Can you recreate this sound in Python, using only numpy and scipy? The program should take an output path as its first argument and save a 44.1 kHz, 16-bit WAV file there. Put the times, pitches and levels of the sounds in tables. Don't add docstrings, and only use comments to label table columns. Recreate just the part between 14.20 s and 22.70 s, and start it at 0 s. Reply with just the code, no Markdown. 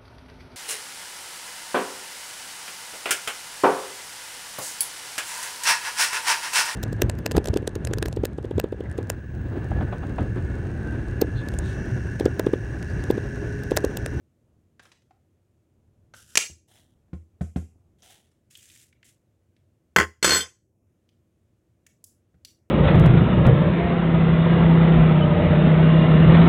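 import sys
import numpy as np
from scipy import signal
from scipy.fft import rfft, irfft, next_fast_len
from scipy.io import wavfile
from scipy.ndimage import uniform_filter1d

SR = 44100
rng = np.random.default_rng(int(sys.argv[2]) if len(sys.argv) > 2 else 0)


def inscribe(sig):
    pcm = np.round(np.clip(np.atleast_2d(sig).T, -1, 1) * 32767)
    wavfile.write(sys.argv[1], SR, pcm.astype(np.int16))


N = 374850
TIME = np.arange(N) / SR
AGE = TIME[:SR // 2]

# (frequency [Hz], level [dB])
ROOM_TONE = [(15, -62), (25, -31), (92, 0), (190, -12), (242, -9), (277, -18), (326, -10), (416, -19),
             (607, -21), (840, -32), (2760, -39), (4740, -45), (6740, -41), (16000, -49)]
# (frequency [Hz], t60 [s])
KITCHEN_T60 = [(100, .22), (500, .25), (2000, .27), (6000, .31), (14000, .28)]
# (time [s], length [s], level [dB])
ARM_SHIFTS = [(.15, .2, -64), (1.45, .7, -65.5), (2.55, 0.77, -66), (3.3, 0.29, -60.5)]
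CUP_SLIDES = [(.62, 0.015, -64.5), (2.475, 0.11, -61), (3.78, .04, -74), (3.825, 0.11, -56)]
LID_SCRAPES = [(1.94, .07, -55), (2.07, .08, -61)]
SACHET_DRAGS = [(4.3, .33, -57.5), (4.84, .05, -59.5)]
# (frequency [Hz], level [dB])
ARM_COLOUR = [(30, -18), (85, 0.5), (140, -10.5), (260, -16.5), (500, -24), (1200, -38), (4000, -67)]
SLIDE_COLOUR = [(300, -10), (780, 2), (1100, -15), (1900, -3), (2500, -7), (3300, 2), (4500, -11),
                (6000, -6), (10500, -8), (12500, -16), (15500, -16)]
SCRAPE_COLOUR = [(1100, -21), (1520, 1.5), (2100, -19.5), (2950, -4), (4300, -11.5), (5300, -5),
                 (7200, -4.5), (11000, -8), (15500, -22)]
FOIL_COLOUR = [(900, -24), (1900, -3), (3500, -2), (4400, -6), (7500, 2), (11000, -5), (15500, -14)]
# (time [s], level [dB], resonance [Hz], its height [dB])
TOUCHES = [(.595, -45, 1590, 11), (.653, -50.5, 1680, 3), (.717, -51, 2920, 2), (.82, -69, 3260, 1),
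           (.908, -53.5, 760, 18), (2.577, -62, 3256, 8), (1.938, -40.5, 1485, 15),
           (3.822, -51.5, 5840, 14), (4.068, -69, 7000, -6), (4.115, -66.5, 9100, 4)]
FOIL_SNAPS = [(4.353, -41, 3200, 15), (4.374, -49, 11000, -3), (4.50, -48, 2950, 6), (4.56, -54, 2360, 10),
              (4.727, -58, 2130, 9), (4.829, -50, 2010, 10), (5.365, -64, 2340, 4), (6.89, -62, 2970, 6),
              (7.665, -52, 2200, 9), (7.666, -49, 6500, 7), (7.841, -39.5, 7500, 0),
              (8.249, -36.5, 4000, 0)]
# (time [s], level [dB])
LID_HITS = [(2.1548, -15), (2.1728, -4), (2.1755, -10.5), (2.188, -22), (2.264, -38)]
NOODLE_SHIFTS = [(2.933, -69.5), (3.212, -56.5), (3.3625, -55)]
# (time [s], level [dB], contact [s])
THUDS = [(2.298, -35.5, 0.0049), (2.882, -50, 0.013), (2.931, -22.5, 0.0036), (3.2096, -15, 0.00448),
         (3.36, -12, 0.00474), (8.143, -44, 0.0051)]
# (frequency [Hz], level [dB])
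LID_COLOUR = [(100, -20.5), (350, -6.5), (1000, -10), (1700, -4), (2700, -1.5), (4200, -4.5), (5800, -1),
              (7400, -3.5), (8300, -10), (10000, -10), (11500, -19.5), (15500, -24)]
NOODLE_COLOUR = [(500, -10), (1400, -3), (2500, 3), (4200, -10), (5600, 0), (7300, 5), (9500, -3),
                 (11200, -1.5), (12500, -13), (15500, -21)]
CUP_COLOUR = [(60, -10), (180, 2.5), (330, -2.5), (450, -13), (720, -8.5), (950, -29), (1400, -20),
              (2400, -29), (4000, -36), (12000, -74)]
KNOCK_COLOUR = [(60, -18.5), (300, -4), (750, -8.5), (1100, -4), (1900, 5), (2400, -11), (3300, -10.5),
                (3900, -37), (4400, -15.5), (5600, -19), (7000, -12.5), (8400, -28), (12000, -31.5),
                (15500, -34.5)]
CLACK_COLOUR = [(60, -21.5), (280, -11), (420, -4), (850, -14), (1600, -3.5), (2400, -10), (3300, -12),
                (3900, -21), (4400, -9.5), (5300, -15.5), (6200, -7.5), (7600, -15), (9500, -22.5),
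                (10700, -28.5), (15500, -49)]
# (frequency [Hz], level [dB], t60 [s])
DESK_MODES = [(81, -8.5, .27), (188, -6.5, .14), (218, -11, .14), (348, -4, .11), (408, -3, .11),
              (490, -8, .1), (673, -12, .1), (877, -9, .07), (1060, 0, .14), (1342, -6, .12),
              (1465, -3, .08), (1518, 1, .12), (1780, -3, .08), (1904, 0, .08), (2014, 0, .1),
              (2630, -11, .07)]
SPOON_MODES = [(3144, -4, .13), (3503, -2.5, .17), (4261, -7, .12), (4296, 0, .14), (4425, -10, .12),
               (4996, -7, .3), (6105, -6, .14), (7800, 0, .16), (9069, -12, .18), (9588, -9, .16),
               (11893, -14, .15), (12161, -11, .15), (12954, -20, .12), (13286, -22, .13),
               (15300, -25, .09)]
# (time [s], level [dB], favoured frequency [Hz])
CHIMES = [(5.7625, -21, 14000), (5.785, -32, 9600), (6.0273, -25, 3900), (6.028, -22, 7800),
          (6.0445, -18, 9000), (6.0625, -23, 7800), (6.0935, -24, 6100), (6.1075, -20, 4300),
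          (6.127, -18.5, 4300), (6.147, -19, 7800), (6.158, -25, 12000), (6.168, -21, 7800),
          (6.207, -23.5, 3000)]


def from_db(db):
    return 10 ** (np.asarray(db) / 20)


def rms_one(x):
    return x / np.sqrt(np.mean(x ** 2) + 1e-20)


def at_hz(points, hz):
    known_hz, values = np.transpose(points)
    return np.interp(np.log(np.maximum(hz, 1)), np.log(known_hz), values)


def fade(t60):
    return np.exp(-np.log(1000) * AGE / t60)


def add(track, s, sound):
    start = round(s * SR)
    track[start:start + len(sound)] += sound[:N - start]


def coloured(x, spectrum):
    size = next_fast_len(len(x) // 2 + 2048) * 2
    gain = rms_one(from_db(at_hz(spectrum, np.fft.rfftfreq(size, 1 / SR))))
    cepstrum = irfft(np.log(gain))
    cepstrum[1:size // 2] *= 2
    cepstrum[size // 2 + 1:] = 0
    return irfft(rfft(x, size) * np.exp(rfft(cepstrum)))[:len(x)]


def room_tone():
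    return from_db(-66.5) * rms_one(coloured(rng.standard_normal(N), ROOM_TONE))


def kitchen_echoes(x, build_s):
    white = rfft(rng.standard_normal(len(AGE)))
    hz = np.fft.rfftfreq(len(AGE), 1 / SR)
    tail = 0
    for centre_hz, t60 in KITCHEN_T60:
        share = at_hz([(f, f == centre_hz) for f, _ in KITCHEN_T60], hz)
        tail += irfft(white * share, len(AGE)) * fade(t60)
    tail *= 1 - np.exp(-(AGE / build_s) ** 2)
    return signal.fftconvolve(x, tail / np.linalg.norm(tail))[:N]


def rubbing(strokes, spectrum, attack_s, release_db_per_s, grain_db=2.5):
    gain = np.zeros(N)
    for s, length_s, db in strokes:
        rise = np.clip((TIME - s) / attack_s, 0, 1)
        gain += rise * from_db(db - release_db_per_s * np.maximum(TIME - s - length_s, 0))
    slips = rms_one(uniform_filter1d(rng.standard_normal(N), size=130))
    grainy = rng.standard_normal(N) * from_db(grain_db * slips)
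    return gain * rms_one(coloured(grainy, spectrum))


def crack(t60):
    return rng.standard_normal(len(AGE)) * fade(t60)


def cracks(hits, spectrum, t60):
    out = np.zeros(N)
    for s, db, *_ in hits:
        add(out, s, from_db(db) * crack(t60))
    return coloured(out, spectrum)


def ticks(hits, t60, below_db, above_db, top_db, edge_hz):
    out = np.zeros(N)
    for s, db, hz, height_db in hits:
        hump = [(hz / 4, below_db), (hz / 1.25, 0), (hz, height_db),
                (hz * 1.25, 0), (hz * 4, above_db), (hz * 16, top_db)]
        add(out, s, from_db(db) * coloured(crack(t60), hump))
    return signal.sosfilt(signal.butter(3, edge_hz, fs=SR, output="sos"), out)


def desk_ring():
    return sum(from_db(db + rng.normal(0, 1.5)) * np.sin(2 * np.pi * hz * AGE) * fade(t60)
               for hz, db, t60 in DESK_MODES)


def desk_blows(hits, gain_db):
    out = np.zeros(N)
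    for s, db in hits:
        add(out, s, from_db(db + gain_db) * desk_ring())
    return out


def lid_drop():
    return cracks(LID_HITS, LID_COLOUR, t60=.024)


def cup_taps():
    thuds = np.zeros(N)
    for s, db, contact_s in THUDS:
        push = np.sin(np.pi * np.minimum(AGE / contact_s, 1))
        add(thuds, s, from_db(db + 1) * signal.fftconvolve(desk_ring(), push / push.sum()))
    puffs = from_db(-14) * cracks(THUDS, CUP_COLOUR, t60=.073)
    return thuds + puffs + cracks(NOODLE_SHIFTS, NOODLE_COLOUR, t60=.36)


def bounce_times(start_s, gap_s, shrink, count, shortest_s=.0095):
    gaps = np.maximum(gap_s * shrink ** np.arange(count - 1), shortest_s)
    return start_s + np.append(0, np.cumsum(gaps))


def spoon_knocks():
    times = bounce_times(start_s=5.7622, gap_s=.0228, shrink=.66, count=8)
    bounces = [(s, -2 - 4 * i) for i, s in enumerate(times)]
    return cracks(bounces, KNOCK_COLOUR, t60=.03) + desk_blows(bounces, gain_db=-16)


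def spoon_rocking(start_s, hold_s, fade_db_per_s):
    times = bounce_times(start_s, gap_s=.0172, shrink=.957, count=17)
    times[2:] += rng.normal(0, .001, len(times) - 2)
    db = rng.normal(-16, 1, len(times)) - fade_db_per_s * np.maximum(times - start_s - hold_s, 0)
    db[1] += 7.5
    return np.column_stack([times, db])


def spoon_rattle(clacks):
    return from_db(-2) * cracks(clacks, CLACK_COLOUR, t60=.065) + desk_blows(clacks, gain_db=-15.5)


def spoon_ring(clacks, rest_s, damping_db_per_s, others_db=-13, focus_octaves=.2):
    out = np.zeros(N)
    for hz, db, t60 in SPOON_MODES:
        energy = np.zeros(N)
        for s, clack_db in clacks:
            add(energy, s, (from_db(clack_db + db - 16.5) * fade(t60)) ** 2)
        for s, chime_db, favoured_hz in CHIMES:
            away = 1 - np.exp(-(np.log2(hz / favoured_hz) / focus_octaves) ** 2)
            add(energy, s, (from_db(chime_db + db + others_db * away) * fade(t60)) ** 2)
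        jogs = np.zeros(N)
        jogs[(clacks[:, 0] * SR).astype(int)] = rng.normal(0, .6, len(clacks))
        out += np.sqrt(energy) * np.sin(2 * np.pi * hz * TIME + np.cumsum(jogs))
    return out * from_db(-damping_db_per_s * np.maximum(TIME - rest_s, 0))


def scene():
    clacks = spoon_rocking(start_s=6.0273, hold_s=.11, fade_db_per_s=253.5)
    lid = lid_drop()
    knocks = spoon_knocks()
    rattle = spoon_rattle(clacks)
    ring = from_db(3) * spoon_ring(clacks, rest_s=6.225, damping_db_per_s=170)
    cup = cup_taps()
    touches = ticks(TOUCHES, t60=.055, below_db=-2, above_db=-12, top_db=-30, edge_hz=9000)
    foil = ticks(FOIL_SNAPS, t60=.032, below_db=-31, above_db=-17, top_db=-55, edge_hz=.45 * SR)
    slides = rubbing(CUP_SLIDES, SLIDE_COLOUR, attack_s=.0083, release_db_per_s=146)
    drags = rubbing(SACHET_DRAGS, FOIL_COLOUR, attack_s=.008, release_db_per_s=240)
    scrapes = rubbing(LID_SCRAPES, SCRAPE_COLOUR, attack_s=.0097, release_db_per_s=149.5)
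    arms = rubbing(ARM_SHIFTS, ARM_COLOUR, attack_s=.13, release_db_per_s=49.5, grain_db=-.5)
    background = room_tone() + arms + scrapes + drags + slides
    # (direct sound, level sent into the room [dB])
    sends = [(touches, -6.5), (foil, -7.5), (lid, -10), (cup, -11.5),
             (knocks, -19.5), (rattle, -10), (ring, -21.5)]
    direct = sum(sound for sound, _ in sends)
    echoes = kitchen_echoes(sum(from_db(db) * sound for sound, db in sends), build_s=.02)
    low_cut = signal.butter(4, 70, "high", fs=SR, output="sos")
    return (background + signal.sosfilt(low_cut, direct + echoes))[None]


def suppress_tails(x, release_db_per_s, knee_db, span_db, depth_db, treble_hz):
    hz, s, bins = signal.stft(x, SR, nperseg=512, noverlap=384)
    power = uniform_filter1d(np.abs(bins) ** 2, size=9, axis=-2)
    power = uniform_filter1d(power, size=5, axis=-1)
    level_db = 10 * np.log10(np.maximum(power, 1e-14))
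    peak_db = np.maximum.accumulate(level_db + release_db_per_s * s, axis=-1) - release_db_per_s * s
    closed = np.clip((peak_db - level_db - knee_db) / span_db, 0, 1)
    cut_db = depth_db * closed * np.where(hz < treble_hz, 1, .5)[:, None]
    return signal.istft(bins * from_db(cut_db), SR, nperseg=512, noverlap=384)[1][..., :N]


def record(dry):
    ceiling = .99
    overloaded = ceiling * np.tanh(dry / ceiling)
    sound = suppress_tails(overloaded, release_db_per_s=101.5, knee_db=10, span_db=14.5,
                           depth_db=-9, treble_hz=5000)
    low_pass = signal.ellip(10, .1, 80, 16000, fs=SR, output="sos")
    return signal.sosfilt(low_pass, sound)


dry = scene()
out = record(dry)
inscribe(out)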